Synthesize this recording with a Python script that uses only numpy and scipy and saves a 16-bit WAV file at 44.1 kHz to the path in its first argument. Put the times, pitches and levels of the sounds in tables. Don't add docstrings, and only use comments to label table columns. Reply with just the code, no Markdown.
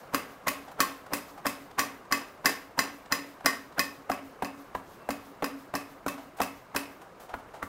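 import sys
import numpy as np
from scipy import signal
from scipy.io import wavfile

SR = 44100
rng = np.random.default_rng(int(sys.argv[2]) if len(sys.argv) > 2 else 0)


def inscribe(sig):
    pcm = np.round(np.clip(np.atleast_2d(sig).T, -1, 1) * 32767)
    wavfile.write(sys.argv[1], SR, pcm.astype(np.int16))


def to_linear_factor(level_db):
    exponent = np.asarray(level_db, float) / 20
    return 10 ** exponent


N = 338671
LEAD = 1024
PIECE = 4096


def rms_one(x):
    return x / np.sqrt(np.mean(x ** 2) + 1e-20)


def at_hz(points, hz):
    table_hz, values = np.transpose(points)
    return np.interp(np.log(hz), np.log(table_hz), values)


def over_time(points, t):
    return to_linear_factor(np.interp(t, *np.transpose(points)))


def add(track, s, piece):
    i = round(s * SR) - LEAD
    track[i:i + len(piece)] += piece[:N - i]


EDGES = 20 * 2 ** np.arange(0, 9.8, .4)


def bands(length):
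    white = rng.standard_normal((2, length))
    for k, (low, high) in enumerate(zip(EDGES, EDGES[1:])):
        sos = signal.butter(2, [low, high], "band", fs=SR, output="sos")
        yield np.sqrt(low * high), signal.sosfilt(sos, white[k % 2])


def highpass(x, hz, order=2):
    return signal.sosfilt(signal.butter(order, hz, "high", fs=SR, output="sos"), x)


def drift(rate):
    r = np.exp(-80 * np.pi * rate / SR)
    slow = signal.lfilter([1], [1, -2 * r, r * r], rng.standard_normal(N // 40 + 2002))[2000:]
    return np.interp(np.arange(N) / 40, np.arange(len(slow)), rms_one(slow))


def ring(x, hz, t60):
    r, w = to_linear_factor(-60 / (t60 * SR)), 2 * np.pi * hz / SR
    return signal.lfilter([0, np.sin(w)], [1, -2 * r * np.cos(w), r * r], x)


def decay(x, t60):
    return signal.lfilter([1], [1, -to_linear_factor(-60 / (t60 * SR))], x)


def swell(rise_ms, fall_ms):
    t = (np.arange(PIECE) - LEAD) * 1000 / SR
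    return np.exp(np.minimum(t / max(rise_ms, .1), -t / max(fall_ms, .1)))


def strike(times, pushes, modes, damping, spread_db, smear):
    out = np.zeros(N)
    luck = rng.standard_normal((len(times), len(modes), 4, 2))
    for s, push, damp, row in zip(times, pushes, damping, luck):
        push = np.pad(push, (0, SR // 6))
        for k, ((hz, db, t60), parts) in enumerate(zip(modes, row)):
            split = sum(to_linear_factor(spread_db * a) * ring(push, hz * (1 + smear * b), t60 * damp)
                        for a, b in parts)
            add(out, s, (-1) ** k * to_linear_factor(db) * split)
    return out


# (time [s], peak level [dB], trapped-air pitch [Hz], landing time [ms])
SLAPS = [(0.138, -22, 1100, 6.6), (0.472, -15.5, 1160, 3.1), (0.795, -24.5, 840, 8.2),
         (1.126, -23.5, 656, 11), (1.458, -16.5, 1090, 4.4), (1.786, -15.5, 1180, 3.1),
         (2.115, -21.5, 1190, 3.5), (2.449, -21, 1080, 3.9), (2.781, -22, 980, 5.1),
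         (3.117, -23.5, 990, 5.3), (3.448, -29, 1080, 4.4), (3.784, -20.5, 920, 6.6),
         (4.099, -15, 850, 2.4), (4.424, -17, 850, 1.2), (4.751, -17.5, 1080, 1.9), (5.09, -16, 850, 0.33),
         (5.424, -19.5, 756, 0.7), (5.43, -19.5, 570, 1.3), (5.74, -19.5, 860, 1.6),
         (6.064, -16.5, 850, 0.32), (6.404, -14, 826, 3), (6.75, -21.5, 1040, 3.4), (7.341, -20, 940, 3.3),
         (7.629, -17.5, 1250, 3.7)]
# (frequency [Hz], level [dB], t60 [s])
BENDING = [(54.7, 1, 0.035), (96, -9.5, 0.24), (191.7, -6.5, 0.27), (238, -5.5, 0.63), (277.3, 1.5, 0.98),
           (319, -8, 0.063), (577, 3.5, 0.44)]


def slaps():
    out = np.zeros(N)
    full = [any(0 < clack[0] - row[0] < .03 for clack in CLACKS) for row in SLAPS]
    pop_band = signal.butter(2, [280, 3300], "band", fs=SR, output="sos")
    # (share of pitch, level [dB], cycles to t60)
    pockets = [(.55, -10, 1.3), (1, 7, 9), (1.5, 2.5, 9), (2.3, 5.5, 1.56)]
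    for (s, db, hz, landing_ms), rocks in zip(SLAPS, full):
        landing = 0.27 * swell(landing_ms, fall_ms=5.0) * rng.standard_normal(PIECE)
        landing[LEAD - 40] += 1
        pop = sum(to_linear_factor(level_db) * ring(landing, share * hz, cycles / (share * hz))
                  for share, level_db, cycles in pockets)
        pop = signal.sosfilt(pop_band, pop)
        add(out, s, to_linear_factor(db - 0.5) * pop / np.abs(pop).max())

        hiss_db = db - 27 + 10.5 * np.log2(hz / 1000) + 0.27 * landing_ms
        if not rocks:
            hiss_db -= 8.5
        skin = 1.4 * swell(rise_ms=1.0, fall_ms=2.5) + 0.9 * swell(rise_ms=landing_ms, fall_ms=32)
        add(out, s, to_linear_factor(hiss_db) * skin * highpass(rng.standard_normal(PIECE), 2100))

    push = swell(rise_ms=0.36, fall_ms=0.21)
    soft = swell(rise_ms=1.8, fall_ms=1.8)
    full_push, light_push = to_linear_factor(-45) * push / push.sum(), to_linear_factor(-39) * soft / soft.sum()
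    pushes = [full_push if rocks else light_push for rocks in full]
    damping = np.full(len(SLAPS), 0.85)
    return out + strike([row[0] for row in SLAPS], pushes, BENDING, damping, spread_db=3.0, smear=0.022)


# (time [s], peak level [dB], brightness [dB], rim jangle [dB], free ring [0-1])
CLACKS = [(0.146, -12, -25.5, -41.5, 0.08), (0.481, -14.5, -25, -43, 0), (0.804, -11, -20, -35, 0.34),
          (1.135, -17, -24.5, -49, 0.01), (1.467, -15.5, -24, -45, 0), (1.793, -11.5, -21.5, -35.5, 0.23),
          (2.124, -12.5, -22, -33.5, 0.16), (2.458, -9.5, -18, -32, 0.23), (2.791, -11, -22.5, -33.5, 0.2),
          (3.123, -12.5, -22.5, -35, 0.16), (3.46, -11.5, -21, -32.5, 0.32), (3.794, -16, -22, -37, 0.3),
          (4.117, -19, -37, -49, 0.06), (4.447, -23, -39.5, -53.5, 0.21), (5.106, -22, -35, -48, 0.01),
          (5.443, -19.5, -32.5, -47.5, 0.02), (5.753, -19.5, -31, -50, 0.07), (6.082, -21, -31.5, -50, 0),
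          (6.417, -16, -27.5, -46.5, 0.04), (6.763, -14.5, -26.5, -46, 0.09)]
# (frequency [Hz], level [dB], t60 [s])
RINGING = [(727, -33, 0.6), (850, -34, 0.087), (1075, -5.5, 0.57), (1100.3, 4.5, 0.22), (1176, -5.5, 0.053),
           (1235, -16.5, 0.48), (1590, -12.5, 0.67), (2480, -7.5, 0.22)]
# (frequency [Hz], level [dB], t60 [s])
EDGE = [(1760, 4, 0.13), (1767, -9, 0.48), (1823, -4, 0.63), (1904, -4.5, 0.25), (2020, -1, 0.26),
        (2097, 0, 0.084)]
# (frequency [Hz], level [dB], t60 [s])
HOOP = [(2555, 0, .24), (2592, -1.5, .22)]
# (frequency [Hz], level [dB], t60 [s])
RIM = [(3200, -10, .18), (3960, -7, .09), (4430, -9, .09), (4940, -3, .18), (4980, 9, .035),
       (5040, -4, .13), (5900, 4, .035), (5920, -4, .15), (7010, -5, .14), (7320, -9, .12),
       (8080, -12, .12)]
# (frequency [Hz], level [dB per Hz])
SHIMMER = [(180, -8), (300, -9), (780, -16), (1090, -16.5), (1400, -24), (1800, -16), (3410, -23.5),
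           (5020, -24.5), (15200, -21.5), (16500, -36)]
# (frequency [Hz], t60 [s])
SHIMMER_T60 = [(300, 0.45), (1500, 0.51), (5000, 0.31), (15000, 0.16)]


def clacks():
    at, db, bright_db, jangle_db, free = np.transpose(CLACKS)
    runup_ms = 1.3
    shape = (len(at), PIECE)
    chatter = rng.standard_normal(shape) * (rng.random(shape) < .1) * swell(runup_ms, 1.9)
    blows, contacts = .1 * chatter, .35 * chatter
    blows[:, LEAD] = contacts[:, LEAD] = -1

    def hit(level_db, modes, damping, spread_db, smear):
        return strike(at, to_linear_factor(level_db)[:, None] * blows, modes, damping, spread_db, smear)

    damping = np.clip(0.13 + free, .2, 2)
    out = hit(db - 19, RINGING, damping, spread_db=3.5, smear=0.021)
    out += hit(0.95 * jangle_db - 2, EDGE, damping, spread_db=-2.0, smear=0.013)
    out += hit(0.65 * bright_db - 26, HOOP, np.full(len(at), 0.85), spread_db=1.0, smear=0.01)
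    out += hit(jangle_db - 2.5, RIM, damping + 0.25, spread_db=0.9, smear=0.009)

    knock = ring(contacts, 5160, 0.0044)
    knock += 1.1 * ring(contacts, 2130, 0.0022)
    knock += 0.45 * ring(contacts, 11640, 0.0047)
    body, rim = np.full(N, 1e-18), np.full(N, 1e-18)
    contact = swell(runup_ms, 0.78)
    contact /= contact.sum()
    for s, body_db, rim_db, snap in zip(at, db, bright_db, knock):
        add(out, s, to_linear_factor(rim_db + 5) * snap)
        add(body, s, to_linear_factor(body_db - 4.5) * contact)
        add(rim, s, to_linear_factor(rim_db + 5) * contact)

    rattle = to_linear_factor(2.3 * drift(69))
    for hz, noise in bands(N):
        drive = body if hz < 3000 else rim
        crack = decay(drive, 0.036)
        tail = decay(drive, at_hz(SHIMMER_T60, hz))
        out += to_linear_factor(at_hz(SHIMMER, hz) + 13.5) * rattle * noise * (crack + 0.5 * tail)
    return highpass(out, 380)


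def puff(hz, rise_ms, fall_ms):
    burst = np.gradient(ring(swell(rise_ms, fall_ms) * rng.standard_normal(PIECE), hz, 11 / hz))
    return burst / np.abs(burst).max()


# (time [s], peak level [dB], length [ms], flour rustle [dB])
TICKS = [(0.076, -48, 4.1, -63), (0.419, -48, 4.1, -72), (0.682, -36, 20, -66), (0.718, -39, 3.8, -43),
         (1.067, -36.5, 4.6, -54), (1.378, -34.5, 17, -54), (1.715, -38, 2.1, -63), (2.053, -45, 6.1, -61),
         (2.378, -45, 6.3, -63), (2.712, -45, 5.0, -60), (3.061, -40, 3.9, -63), (3.409, -37, 5.0, -62),
         (3.726, -43, 5.7, -67), (6.181, -35.5, 32, -52), (6.372, -48, 12, -42), (6.39, -36, 2.4, -48),
         (7.017, -40.5, 15, -49.5), (7.202, -41, 35, -45), (7.293, -35, 25, -60), (7.389, -43, 18, -54),
         (7.541, -34.5, 32, -54)]


def ticks():
    out = np.zeros(N)
    for s, db, ms, rustle_db in TICKS:
        hz = 788 - 2 * ms
        add(out, s, to_linear_factor(db) * puff(hz, rise_ms=4.4, fall_ms=ms))
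        add(out, s, to_linear_factor(db - 10) * puff(1.8 * hz, rise_ms=3.0, fall_ms=1.3 * ms))
        rustle = swell(2.8, 1.7 * ms) * highpass(rng.standard_normal(PIECE), 2200)
        add(out, s, to_linear_factor(rustle_db - 9.5) * rustle)
    return out


# (frequency [Hz], t60 [s])
ROOM_T60 = [(60, 0.72), (300, 0.25), (1500, 0.39), (5000, 0.32), (15000, 0.32)]


def kitchen(x):
    t = np.arange(SR) / SR
    echo = sum(noise * to_linear_factor(-60 * t / at_hz(ROOM_T60, hz)) for hz, noise in bands(SR))
    echo = echo * (1 - np.exp(-t / 0.0027)) / np.linalg.norm(echo)
    return signal.fftconvolve(x, echo)[:N]


def steady(spectrum):
    lowest_hz = .7 * spectrum[0][0]
    return rms_one(sum(to_linear_factor(at_hz(spectrum, hz) + 1.5 * drift(35)) * noise
                       for hz, noise in bands(N) if hz > lowest_hz))


# (frequency [Hz], level [dB per Hz])
FLOUR = [(2000, -27), (3500, 2), (7000, -2.5), (10000, -5.5), (13500, -0.5), (16000, -3)]
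# (time [s], level [dB])
SLIDE = [(0.0, -58.5), (0.7, -61), (1.3, -58), (1.9, -62.5), (2.3, -62), (3.2, -58.5), (4.2, -61.5),
         (4.9, -59.5), (5.4, -59.5), (6.0, -62), (7.2, -62), (7.68, -75)]


def flour():
    t = np.arange(N) / SR
    pats = np.array([-.19] + [row[0] for row in SLAPS])
    since = t - pats[np.searchsorted(pats, t) - 1]
    fastest_s = .17
    swelling_db = -20 * np.clip(1 - since / fastest_s, 0, 1)
    fading_db = np.maximum(-102 * np.maximum(since - fastest_s, 0), -11.5)
    return over_time(SLIDE, t) * to_linear_factor(swelling_db + fading_db) * steady(FLOUR)


# (time [s], level [dB])
CHIRP = [
    (4.96, -78),
    (5.02, -64),
    (5.06, -61),
    (5.09, -66),
]


def whistle():
    t = np.arange(N) / SR
    level_db = np.interp(t, *np.transpose(CHIRP), left=-150, right=-150)
    return to_linear_factor(level_db) * np.sin(2 * np.pi * 2690 * t)


# (frequency [Hz], level [dB per Hz])
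HUM = [(12, -40), (20, 6), (58, -2), (151, 1.5), (281, 1), (351, 2), (599, 4), (913, -1.5), (1110, 1.5),
       (3620, -21.5), (9150, -28.5), (15200, -41), (16500, -44)]
# (time [s], level [dB])
HUM_LEVEL = [
    (0.0, -49.5),
    (2.65, -51.5),
    (5.3, -50),
    (6.6, -52),
    (7.68, -50),
]


def hum():
    return over_time(HUM_LEVEL, np.arange(N) / SR) * steady(HUM)


def scene():
    pats = slaps() + clacks() + ticks()
    return (pats + to_linear_factor(-9) * kitchen(pats) + flour() + whistle() + hum())[None]


def band_limit(x):
    return signal.sosfilt(signal.butter(12, 16980, fs=SR, output="sos"), x)


def record(dry):
    thin = highpass(dry, 60, order=1)
    cut = signal.sosfilt(signal.ellip(12, .5, 60, 15760, fs=SR, output="sos"), thin)
    return band_limit(cut)


dry = scene()
out = record(dry)
inscribe(out)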